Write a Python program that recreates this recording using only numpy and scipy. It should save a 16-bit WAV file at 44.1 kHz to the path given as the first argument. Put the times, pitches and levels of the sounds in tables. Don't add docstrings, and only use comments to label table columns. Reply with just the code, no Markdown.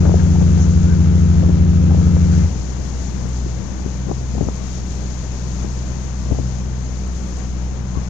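import sys
import numpy as np
from scipy.fft import rfft, irfft, next_fast_len
from scipy.io import wavfile
from scipy.ndimage import map_coordinates

SR = 44100
rng = np.random.default_rng(int(sys.argv[2]) if len(sys.argv) > 2 else 0)


def digitize_waveform(pressure):
    field = np.atleast_2d(pressure).T
    bounded = np.clip(field, -1, 1)
    quanta = np.round(bounded * 32767).astype(np.int16)
    wavfile.write(sys.argv[1], SR, quanta)


N = 356769


def horn():
    # harmonic number, level in dB.
    low_partials = [(1, -17), (2, -20.5), (3, -29.5), (4, -34.5), (5, -36), (6, -41.5), (7, -44), (8, -58),
                    (9, -52), (10, -60), (11, -54), (14, -65), (17, -51.5), (19, -63), (21, -58), (24, -67),
                    (32, -66)]
    high_partials = [(1, -14.5), (2, -16), (3, -42), (4, -54.5), (5, -62.5), (6, -51.5), (7, -55.5),
                     (8, -60), (12, -66), (15, -66), (22, -75.5)]
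    # frequency in Hz, level in dB.
    rasp_spectrum = [(300, -11), (700, -7), (1050, -21.5), (1300, 4), (1600, -0.5), (2000, -3.5),
                     (3000, -6.5), (4000, -8), (6000, -17.5), (12000, -39)]
    low_hz, high_hz = 74.27, 87.36
    t = clock() - .01
    low, high = [2 * np.pi * hz * t + .06 * wobble(2) for hz in (low_hz, high_hz)]
    chord = partials(low, low_partials, waver=.018, rate=4, count=32)
    chord += partials(high, high_partials, waver=.018, rate=4, count=22)
    rasp = amp(-42) * bursts(low, sharpness=.41) * rush(rasp_spectrum)
    fundamentals = lowpass(chord, 115, slope=16)
    return blast(early_s=0) * fundamentals + blast(early_s=.032) * (chord - fundamentals + rasp)


def blast(early_s):
    valve_shuts_s, release_s = 2.433, .069
    echo_db, echo_hold_s, fade_db_per_s = -18.5, .15, 108.5
    since = np.maximum(clock() - valve_shuts_s + early_s, 0)
    echo = amp(echo_db - fade_db_per_s * np.maximum(since - echo_hold_s, 0))
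    return np.maximum(np.exp(-(since / release_s) ** 2), echo)


def engine():
    # time in seconds, firing rate in Hz.
    speed = [(0, 63.6), (.45, 62.6), (1.5, 62.65), (2.1, 63.1), (4.4, 62.8), (5.0, 62.55), (6.0, 62.8),
             (7.0, 62.5), (7.55, 62.0), (8.09, 62.4)]
    # multiple of the firing rate, level in dB.
    exhaust = [(1, -23.6), (2, -30.6), (3, -36.3), (4, -52), (5, -49), (6, -52), (8, -56)]
    # time in seconds, dB added to the second tone and taken off the higher ones.
    exhaust_tilt = [(2.4, 1), (2.8, -3.5), (3.3, 3), (3.9, -1), (4.3, 6.5), (4.7, -2), (5.1, -1), (5.7, 0),
                    (6.0, 2.5), (6.6, 1.5), (7.3, -4), (7.55, 0), (8.09, 3.5)]
    # frequency in Hz, level in dB.
    rumble_spectrum = [(10, -19.5), (28, -9.5), (42, -10), (55, -2.5), (85, -1), (112, -2.5), (190, 1.5),
                       (260, -10), (400, -17.5), (700, -26), (1500, -25.5), (4000, -55.5)]
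    cruise_hz, hum_db_per_hz = 62.7, 1
    firing_hz, = curves(speed)
    tilt_db, = curves(exhaust_tilt)
    phase = 2 * np.pi * np.cumsum(firing_hz) / SR
    drone = partials(phase, exhaust, waver=.12, rate=6, count=8)
    hum = lowpass(drone, 95, slope=12)
    upper = drone - lowpass(drone, 156, slope=20)
    second = drone - hum - upper
    overtones = amp(-.34) * unit(amp(.58 * wobble(5))) * (amp(tilt_db) * second + amp(-tilt_db) * upper)
    rumble = amp(-28.5) * bursts(phase, sharpness=.076) * rush(rumble_spectrum)
    throb = np.cos(phase / 5)
    hum *= amp(hum_db_per_hz * (firing_hz - cruise_hz) + .25 * wobble(9))
    bark = amp(-1.12 + .57 * wobble(4)) * (overtones + rumble)
    propeller = amp(-41) * np.sqrt(2) * np.sin(4 / 3 * phase)
    return (hum + bark) * (1 + .02 * throb) + amp(-34.5) * throb + propeller


def wind():
    # peak time in seconds, level in dB, half length in seconds.
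    gusts = [(.062, -11, 0.033), (.24, -25, 0.25), (.41, -18.5, 0.029), (.585, -20.5, 0.029),
             (1.46, -21, 0.13), (1.96, -21.5, 0.11), (3.1, -30.5, 0.49), (3.61, -27.5, 0.033),
             (3.87, -29.5, 0.044), (4.1, -19.5, 0.03), (4.41, -22.5, 0.08), (5.65, -26, 0.035),
             (6.35, -25, 0.097), (7.96, -27.5, 0.034)]
    # frequency in Hz, level in dB.
    buffet = [(15, -20), (50, -5), (100, 0), (200, -3), (320, -10), (550, -20), (900, -29), (1500, -40),
              (4000, -70)]
    flutter_spectrum = [(150, -20), (300, 0), (550, -3), (900, -8), (1600, -22), (4000, -55)]
    breeze = amp(-25.5 - 2.5 * clock())
    gust_db = 20 * np.log10(np.hypot(breeze, swells(gusts)))
    lumps = unit(amp(1.8 * wobble(70)))
    rumble = amp(gust_db + 1.5) * rush(buffet)[0]
    flutter = amp(1.15 * gust_db - 14) * rush(flutter_spectrum)[0]
    return lumps * (rumble + flutter) + eddies() + whistles()


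def eddies():
    # time in seconds, level in dB, swirl pitch in Hz, ring pitch in Hz.
    knocks = [(0.045, -15.5, 420, 610), (0.053, -7, 168, 400), (.055, -12.5, 603, 1200),
              (.063, -14.5, 446, 600), (0.072, -21, 520, 950), (.095, -8, 400, 760),
              (.108, -21.5, 498, 620), (.119, -13.5, 480, 760), (0.142, -5.5, 327, 696),
              (0.156, -13.5, 393, 560), (0.427, -11.5, 240, 713), (1.431, -11.5, 300, 587),
              (1.494, -8.5, 219, 496), (1.947, -13, 352, 677), (2.168, -13, 470, 810),
              (3.464, -13.5, 272, 360), (3.863, -14, 246, 430), (4.094, -21, 500, 850),
              (4.115, -6.5, 396, 860), (4.352, -16.5, 260, 720), (4.381, -11.5, 260, 850),
              (4.41, -14, 600, 706), (4.413, -6, 149, 500), (4.427, -7.5, 128, 780), (4.472, -12, 149, 400),
              (4.487, -5, 257, 1400), (5.647, -15, 220, 600), (6.313, -12.5, 257, 800),
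              (6.321, -5.5, 115, 330), (6.326, -14, 550, 740), (6.347, -17.5, 600, 790),
              (6.388, -10, 280, 740), (6.398, -8.5, 150, 299), (7.973, -9.5, 110, 382)]
    linger_radians, wake_db, wake_half_s = 4.3, -7, .0048
    ring_width = .59
    out = np.zeros(N + SR)
    t = np.arange(-SR // 36, SR // 36) / SR
    bin_hz = np.fft.rfftfreq(len(t), 1 / SR)
    for s, db, hz, ring_hz in knocks:
        angle = 2 * np.pi * hz * t
        swirl = np.tanh(2 * angle) * np.cos(angle / 2) * np.exp(-np.abs(angle) / linger_radians)
        wake = rng.standard_normal(len(t)) * np.exp(-(t / wake_half_s) ** 2)
        tumble = 1 + amp(wake_db) * rfft(np.fft.ifftshift(wake)) / np.linalg.norm(wake)
        ratio = bin_hz / ring_hz
        hollow = 1 / (1 - ratio ** 2 + 1j * ratio * ring_width)
        muffle = 1 / np.sqrt(1 + (ratio / 1.5) ** 8)
        knock = irfft(rfft(swirl) * tumble * hollow * muffle, len(t))
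        start = round((s + t[0]) * SR)
        out[start:start + len(t)] += amp(db) * knock
    return out[:N]


def water():
    # time in seconds, level in dB.
    churn = [(0, 2.5), (.7, 2.5), (1.1, 0.5), (1.7, -1.5), (2.35, 3), (2.75, 2.5), (3.1, 2.5), (3.75, 0.5),
             (4.4, 1.5), (4.75, 2.5), (5.6, 3), (6.15, 1), (6.4, 1.5), (6.8, 0), (7.33, 1.5), (7.5, -0.5),
             (7.85, -2.5), (8.09, 1)]
    # frequency in Hz, level in dB.
    wash_spectrum = [(100, -7.5), (300, 4.5), (550, 2.5), (1000, -1.5), (1400, -7), (2000, -8), (3200, -13),
                     (6000, -27.5), (15000, -43)]
    foam_spectrum = [(600, -11.5), (1800, -2.5), (3200, -2.5), (4500, -0.5), (7000, -0.5), (15000, 1)]
    side_spectrum = [(1000, -15), (2400, -4), (3800, 0), (5000, -3), (7000, -10), (12000, -30)]
    # peak time in seconds, level in dB, half length in seconds.
    sprays = [(.1, -46, 0.18), (.65, -40.5, 0.34), (2.3, -45, .25), (3.05, -45.5, 0.1),
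              (3.35, -39.5, 0.081), (4.8, -45.5, 0.18), (7.24, -37, 0.27)]
    side_wash = [(.1, -41, .2), (1.6, -35.5, 0.57), (4.78, -44, .15), (7.17, -44.5, 0.2)]
    churn_db, = curves(churn)
    wash = amp(-37.5 + .18 * churn_db + .87 * wobble(14)) * rush(wash_spectrum)
    foam = amp(-37 + churn_db + .81 * wobble(18)) * rush(foam_spectrum)
    drops = np.array([droplets(2000, spread_db=5.5, hz=9000, cycles=2) for side in range(2)])
    mist = drops - lowpass(drops, 7500, slope=8)
    spray = (amp(-56) + swells(sprays)) * mist
    alongside = swells(side_wash) * rush(side_spectrum) * [[0], [1]]
    return wash + foam + alongside + spray


def droplets(per_second, spread_db, hz, cycles):
    when, tuning, rarity = np.hsplit(rng.random((int(per_second * N / SR), 3)), 3)
    t = np.arange(int(10 * cycles / hz * SR)) / SR
    pitch = hz * 2 ** (2 * tuning - 1)
    size = amp(-spread_db * np.log(np.maximum(rarity, .004)))
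    rings = size * np.sin(2 * np.pi * pitch * t) * np.exp(-pitch * t / cycles)
    at = (when * N).astype(int) + np.arange(len(t))
    return unit(np.bincount(at.ravel(), rings.ravel(), N)[:N])


def splashes():
    # peak time in seconds, level in dB, pitch in Hz, half length in seconds.
    wavelets = [(0.06, -37.5, 1700, 0.0072), (0.202, -35, 1510, 0.012), (0.257, -29.5, 800, 0.006),
                (0.358, -31.5, 810, 0.007), (0.63, -42.5, 6400, 0.043), (1.914, -32, 713, 0.011),
                (2.333, -41, 1530, 0.04), (2.42, -42, 2080, 0.051)]
    out = np.zeros((2, N))
    for s, db, hz, half_s in wavelets:
        cloud = rush([(hz / 2, -40), (hz * .85, -8), (hz, 0), (hz * 1.15, -8), (hz * 2, -40)])
        out += amp(db) * np.exp(-((clock() - s) / half_s) ** 2) * cloud
    return out


def whistles():
    # peak time in seconds, level in dB, top pitch in Hz, half length in seconds.
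    puffs = [(0.915, -38.5, 1563, 0.048), (7.97, -37.5, 1128, .024)]
    sag_octaves = .17
    out = np.zeros(N)
    for s, db, top_hz, half_s in puffs:
        from_peak = np.clip((clock() - s) / half_s, -2, 2)
        hz = top_hz * 2 ** (-sag_octaves * from_peak ** 2) * (1 + .04 * wobble(200))
        tone = np.sqrt(2) * np.sin(2 * np.pi * np.cumsum(hz) / SR)
        out += amp(db + 2.4 * wobble(90)) * np.exp(-from_peak ** 4) * tone
    return out


def focus_ticks():
    # time in seconds, peak level on the left in dB.
    steps = [(.838, -57), (.918, -52), (.998, -50.5), (1.078, -53), (1.158, -58), (1.298, -56)]
    ping_hz, half_s, right_db = 12000, .0006, -2
    ticks = swells([(s, db, half_s) for s, db in steps]) * np.sin(2 * np.pi * ping_hz * clock())
    return ticks * amp([[0], [right_db]])


def amp(db):
    return 10 ** (np.asarray(db) / 20)


def unit(x):
    return x / np.sqrt(np.mean(x ** 2) + 1e-20)


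def along(points, hz):
    f, v = np.transpose(points)
    return np.interp(np.log(hz + 1e-6), np.log(f), v)


def clock():
    return np.arange(N) / SR


def curves(rows):
    s, *cols = np.transpose(rows)
    return [np.interp(clock(), s, c) for c in cols]


def wobble(rate):
    coarse = np.linspace(0, N / SR, num=2048)
    knots = rng.standard_normal(size=1024)
    return np.interp(clock(), coarse, map_coordinates(knots, [coarse * rate], mode="wrap"))


def swells(rows):
    t = clock()
    return np.sqrt(sum(amp(db) ** 2 * np.exp(-2 * ((t - s) / half_s) ** 2) for s, db, half_s in rows))


def bursts(phase, sharpness):
    return unit(np.exp(sharpness * np.cos(phase)))


def filtered(x, response):
    size = next_fast_len(N + SR // 4)
    return irfft(rfft(x, size) * response(np.fft.rfftfreq(size, 1 / SR)), size)[..., :N]


def lowpass(x, corner_hz, slope):
    return filtered(x, lambda hz: 1 / (1 + (hz / corner_hz) ** slope))


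def rush(spectrum):
    # frequency in Hz, correlation from 0 to 1.
    likeness = [(60, 0.3), (250, 0.54), (500, 0.56), (1000, 0.69), (2000, 0), (4000, 0)]

    def mid_and_side(hz):
        turn = np.arccos(along(likeness, hz)) / 2
        return amp(along(spectrum, hz)) * [np.cos(turn), np.sin(turn)]

    mid, side = filtered(rng.standard_normal((2, N)), mid_and_side)
    return unit(np.array([mid + side, mid - side]))


def partials(phase, levels, waver, rate, count):
    out = np.zeros(N)
    for k in range(1, count + 1):
        depth = min(waver * k, .5)
        strength = amp(along(levels, k)) * (1 + depth * wobble(rate))
        out += strength * np.sin(k * phase + depth * wobble(rate))
    return np.sqrt(2) * out


def arriving(x, left_lag_s):
    return filtered(x, lambda hz: np.exp(1j * np.pi * hz * left_lag_s * np.array([[-1], [1]])))


def scene():
    ship = arriving(horn(), left_lag_s=-.00022)
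    boat = arriving(engine(), left_lag_s=.00023)
    return ship + boat + water() + splashes() + wind() * amp([[0], [-22]])


def record(dry):
    # frequency in Hz, gain in dB.
    open_port = [(3500, 0), (5000, 2.5), (5900, 6.5), (6550, 11), (7100, 5), (7900, -10), (8700, -16),
                 (11000, -24), (15000, -30)]
    covered_port = [(60, -1.5), (90, -1.8), (170, -3), (300, -4.2), (520, -8), (1000, -11.5), (2000, -15.5),
                    (3000, -22), (4100, -23), (5200, -28.5), (8000, -45), (15000, -46)]
    # frequency in Hz, phase lag in radians.
    cover_lag = [(30, .2), (62, .38), (90, .4), (170, .62), (370, .7), (600, .5), (1000, 0)]
    fade_s, ceiling, top_hz = .006, .85, 15400
    dry = dry * np.minimum(np.minimum(clock(), clock()[::-1]) / fade_s, 1)
    bass = lowpass(dry, 240, slope=8)
    bend_spectrum = [(8, -20), (13, -5), (23, 10), (28, 10), (45, 0)]
    bent = dry - .32 * filtered(bass ** 2, lambda hz: amp(along(bend_spectrum, hz)))
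    excess = bent - bent / (1 + (bent / ceiling) ** 8) ** (1 / 8)
    left, right = bent - lowpass(excess, 900, slope=4)
    left = filtered(left, lambda hz: amp(along(open_port, hz)))
    right = filtered(right, lambda hz: amp(along(covered_port, hz)) * np.exp(-1j * along(cover_lag, hz)))
    return filtered(np.array([left, right]) + focus_ticks(), lambda hz: hz < top_hz)


dry = scene()
out = record(dry)
digitize_waveform(out)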